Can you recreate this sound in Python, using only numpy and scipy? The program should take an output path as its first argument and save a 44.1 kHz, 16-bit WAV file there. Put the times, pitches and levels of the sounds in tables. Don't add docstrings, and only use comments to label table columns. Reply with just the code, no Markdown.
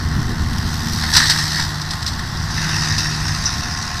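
import sys
import numpy as np
from scipy import signal
from scipy.fft import rfft, irfft, next_fast_len
from scipy.io import wavfile
from scipy.ndimage import uniform_filter1d, map_coordinates

SR = 44100
rng = np.random.default_rng(int(sys.argv[2]) if len(sys.argv) > 2 else 0)


def materialize(psi):
    bounded = np.clip(np.atleast_2d(psi).T, -1, 1)
    quanta = np.round(bounded * 32767).astype(np.int16)
    wavfile.write(sys.argv[1], SR, quanta)


N = 176400

# (time [s], speed [Hz])
SHAFT_HZ = [(0, 78.2), (1.15, 77.6), (1.75, 75), (2.3, 79.8), (2.95, 76.3), (3.35, 76.1), (3.58, 77.5)]
# (time [s], order 1 [dB], order 2 [dB], order 3 [dB])
DRONE_DB = [(0, -29, -32, -36), (1.05, -27, -30, -33.5), (1.3, -36, -26, -42), (1.72, -40, -27.5, -52),
            (2.05, -30, -38.5, -44.5), (2.7, -37, -24, -45.5), (2.9, -42, -26, -36),
            (3.3, -31, -25.5, -44.5), (3.52, -34.5, -40, -46)]
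# (order [x shaft], level [dB re order 2])
WEAK_ORDERS = [(1.3, -6.5), (4, -18.5), (4.6, -22)]
# (order [x shaft], level [dB])
GEAR_ORDERS = [(9.21, -46.5), (13.82, -41.5), (19.1, -48.5)]
# (time [s], gain [dB])
WHINE_GAIN_DB = [(3.0, -7), (3.55, 2)]
# (time [s], level [dB])
RUMBLE_DB = [(.3, -21.5), (.9, -24), (1.8, -29.5), (2.4, -25.5), (3.4, -26.5), (3.9, -28.5)]
# (frequency [Hz], gain [dB])
RUMBLE_EQ = [(25, -6), (60, -2.5), (100, 1), (135, -4.5), (190, -6.5), (270, -15.5), (480, -28),
             (900, -56.5)]
# (frequency [Hz], gain [dB])
CASING_EQ = [(520, -17), (720, -3.5), (1050, -0.5), (1650, -1), (1900, 1), (2250, -15.5), (5000, -12.5),
             (12000, -49)]
# (time [s], level [dB])
GUST_PEAKS = [(.05, -19), (.175, -16.5), (.25, -21), (.308, -17), (.42, -19), (.528, -21), (.665, -22),
              (.94, -21), (3.585, -25), (3.68, -26)]
# (frequency [Hz], gain [dB])
WIND_EQ = [(20, -5), (100, 2), (240, -8.5), (400, -21), (700, -50.5)]
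# (time [s], depth [Np])
BUNCHING_NP = [(.95, 0.34), (1.35, 0.25), (1.8, 0.44), (2.4, 0.067), (3.8, 0.31)]
# (time [s], level [dB])
CRACKLE_DB = [(.45, -42), (.75, -34), (1.45, -29), (1.75, -38.5), (2.4, -41.5), (2.75, -43)]
# (time [s], level [dB])
TWIG_SNAPS = [(0.532, -24), (.583, -19.5), (.741, -20), (0.932, -22)]
# (frequency [Hz], gain [dB])
BRUSH_EQ = [(700, -17.5), (3000, 0.5), (5500, 8.5), (8000, -7)]
# (time [s], relative level [dB])
GRIND_DB = [(.45, -36.5), (.9, -31), (1.1, -25), (1.24, -18.5), (1.35, -23), (1.5, -25.5), (1.6, -21),
            (1.73, -34.5), (2.46, -34.5), (2.58, -25), (2.85, -23), (3.1, -26.5), (3.52, -27), (3.65, -29)]
# (time [s], hood level [dB], wood level [dB], T60 [s])
TOOTH_BITES = [(1.034, -24, -16, 0.08), (1.135, -10.5, -22, .12), (1.1508, -13, -15, 0.075),
               (1.164, -5.5, -12.5, 0.14), (1.2, -21, -13.5, 0.041), (1.297, -7, -17.5, 0.12),
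               (1.385, -17, -22, 0.13), (1.8163, -19.5, -36, 0.027), (1.9065, -19.5, -40, .1),
               (1.9347, -23, -23, 0.036), (2.0277, -20.5, -36, 0.026), (2.0635, -16, -31, 0.052),
               (2.075, -20.5, -40, 0.13), (2.1927, -24.5, -24, .05), (2.5795, -23, -23.5, 0.057),
               (2.6944, -21.5, -15, 0.025), (2.981, -14.5, -38, 0.11), (3.2804, -21, -27, 0.087)]
# (frequency [Hz], gain [dB])
HOOD_REAR_EQ = [(1700, -46.5), (2600, -13), (3100, -11.5), (3950, 0.5), (5100, 0.5), (5950, -2),
                (6950, -24), (7550, -7.5), (8900, -17.5), (9900, -16), (10400, -26)]
# (frequency [Hz], gain [dB])
WOOD_EQ = [(250, -14.5), (550, -25.5), (900, -8), (1400, -6.5), (1860, 2.5), (2200, -12.5), (3200, -23.5),
           (8000, -73)]
# (time [s], hood power heard side-on [0..1])
SIDE_SHARE = [(2.3, 0.017), (2.6, 0.97)]
# (frequency [Hz], gain [dB])
HOOD_SIDE_EQ = [(1700, -26), (2650, -6), (3400, -16), (3750, -2.5), (4300, -7), (5000, 0.5), (5900, -2),
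                (7000, -15.5), (8300, -18), (13500, -29.5)]
# (time [s], level [dB])
STONE_HITS = [(3.456, -12.5)]
# (frequency [Hz], relative level [dB])
STEEL_MODES = [(5141, 3.6), (5523, 3), (5798, 8)]


def amp(db):
    return 10 ** (np.asarray(db) / 20)


def unit(x):
    return x / np.sqrt(np.mean(x ** 2) + 1e-20)


def curve(rows, column=1):
    rows = np.asarray(rows)
    return np.interp(np.arange(N) / SR, rows[:, 0], rows[:, column])


def wobble(rate_hz):
    return map_coordinates(rng.standard_normal(4000), [np.arange(N) * rate_hz / SR], mode="wrap")


def coloured(x, eq, ripple_db=0):
    size = 2 * next_fast_len(N)
    hz = np.fft.rfftfreq(size, 1 / SR)
    eq_hz, eq_db = np.transpose(eq)
    ripple = map_coordinates(rng.standard_normal(600), [hz / 55], mode="wrap")
    gain = amp(np.interp(np.log(hz + 1), np.log(eq_hz), eq_db) + ripple_db * ripple)
    cepstrum = irfft(np.log(unit(gain)))
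    cepstrum[1:size // 2] *= 2
    cepstrum[size // 2 + 1:] = 0
    return irfft(rfft(x, size) * np.exp(rfft(cepstrum)), size)[:N]


def burst(start_s, t60_s, attack_s):
    age_s = np.maximum(np.arange(N) / SR - start_s, 0)
    return (1 - np.exp(-age_s / attack_s)) * np.exp(-np.log(1000) * np.minimum(age_s / t60_s, 10))


def drone(phase, flutter_db=0.5):
    orders = [(order, curve(DRONE_DB, column=order)) for order in (1, 2, 3)]
    orders += [(order, db + curve(DRONE_DB, column=2)) for order, db in WEAK_ORDERS]
    tones = np.zeros(N)
    for order, db in orders:
        peak = np.sqrt(2) * amp(db + flutter_db * wobble(13))
        tones += peak * np.sin(order * phase + rng.uniform(0, 2 * np.pi))
    return tones


def whine(phase):
    tones = sum(amp(db) * np.sin(order * phase) for order, db in GEAR_ORDERS)
    return np.sqrt(2) * amp(curve(WHINE_GAIN_DB)) * tones


def rumble():
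    return amp(curve(RUMBLE_DB)) * unit(coloured(rng.standard_normal(N), RUMBLE_EQ))


def clatter(phase, level_db=-31, depth_np=0.16):
    knocks = unit(rng.standard_normal(N) * np.exp(depth_np * np.cos(phase)))
    return amp(level_db) * coloured(knocks, CASING_EQ, ripple_db=1)


def gusts(sigma_s=0.019):
    t = np.arange(N) / SR
    swells = sum(amp(db) * np.exp(-0.5 * ((t - peak_s) / sigma_s) ** 2) for peak_s, db in GUST_PEAKS)
    return swells * coloured(rng.standard_normal(N), WIND_EQ)


def patchy(x, depth_db=2.0):
    spectra = signal.stft(x, nperseg=512)[2]
    patches = rng.standard_normal(spectra.shape)
    for _ in range(2):
        patches = uniform_filter1d(patches, size=4, axis=0)
        patches = uniform_filter1d(patches, size=7, axis=1)
    gain = unit(amp(depth_db * unit(patches)))
    return signal.istft(spectra * gain, nperseg=512)[1][:N]


def chips(phase, rate_hz, dust_gain, clump_db, spread_db=5.5):
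    hits = (rng.random(N) < rate_hz / SR) * rng.choice([-1, 1], N)
    strengths = amp(spread_db * np.clip(rng.standard_normal(N), -2, 2))
    stream = unit(hits * strengths) + dust_gain * rng.standard_normal(N)
    tooth_passes = np.exp(curve(BUNCHING_NP) * np.cos(phase))
    clumps = amp(clump_db * wobble(260))
    return unit(patchy(stream * tooth_passes * clumps))


def brush(phase):
    crackle = amp(curve(CRACKLE_DB)) * chips(phase, rate_hz=1200, dust_gain=1.0, clump_db=2.5)
    snaps = sum(amp(db) * burst(start_s, t60_s=0.025, attack_s=0.00026) for start_s, db in TWIG_SNAPS)
    return coloured(crackle + snaps * rng.standard_normal(N), BRUSH_EQ)


def mulcher(phase, hood_trim_db=-1, wood_trim_db=-7.5, wood_db_per_db=1.67):
    grind_db = curve(GRIND_DB)
    mean_db = grind_db.mean()
    hood_db = grind_db + hood_trim_db
    wood_db = mean_db + wood_db_per_db * (grind_db - mean_db) + wood_trim_db
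    on_hood = amp(hood_db) * chips(phase, rate_hz=3500, dust_gain=1.35, clump_db=1.67)
    in_wood = amp(wood_db) * chips(phase, rate_hz=2000, dust_gain=0.65, clump_db=2.5)
    splinters = unit(rng.standard_normal(N) * amp(0.25 * wobble(500)))
    for start_s, bite_hood_db, bite_wood_db, t60_s in TOOTH_BITES:
        attack_s = t60_s ** 2 / 10
        bite = burst(start_s, t60_s, attack_s) * splinters
        on_hood += amp(bite_hood_db) * bite
        in_wood += amp(bite_wood_db) * bite
    side_share = curve(SIDE_SHARE)
    rear = coloured(np.sqrt(1 - side_share) * on_hood, HOOD_REAR_EQ, ripple_db=1.2)
    side = coloured(np.sqrt(side_share) * on_hood, HOOD_SIDE_EQ, ripple_db=1)
    return rear + side + coloured(in_wood, WOOD_EQ, ripple_db=0.5)


def stone_clink(t60_s=0.14, jitter_rad=2.0):
    t = np.arange(N) / SR
    ring = sum(amp(db) * np.sin(2 * np.pi * hz * t + jitter_rad * wobble(400)) for hz, db in STEEL_MODES)
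    envelope = sum(amp(db) * burst(start_s, t60_s, attack_s=0.00071) for start_s, db in STONE_HITS)
    return unit(ring) * envelope


def forest_echo(x, t60_s=1.0, echo_db=-13, rise_s=0.018):
    t = np.arange(SR) / SR
    tail = rng.standard_normal(SR) * amp(-60 * t / t60_s) * (1 - np.exp(-t / rise_s))
    return x + amp(echo_db) * signal.fftconvolve(x, tail / np.linalg.norm(tail))[:N]


def scene():
    shaft_hz = curve(SHAFT_HZ) + wobble(9.98) / 20
    phase = 2 * np.pi * np.cumsum(shaft_hz) / SR
    shredding = mulcher(phase) + brush(phase) + stone_clink()
    mix = drone(phase) + whine(phase) + rumble() + gusts() + clatter(phase) + forest_echo(shredding)
    return mix[None]


def record(dry, cutoff_hz=14400):
    size = next_fast_len(N + SR // 2)
    passband = np.fft.rfftfreq(size, 1 / SR) < cutoff_hz
    return irfft(rfft(np.clip(dry, -1, 1), size) * passband, size)[:, :N]


dry = scene()
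out = record(dry)
materialize(out)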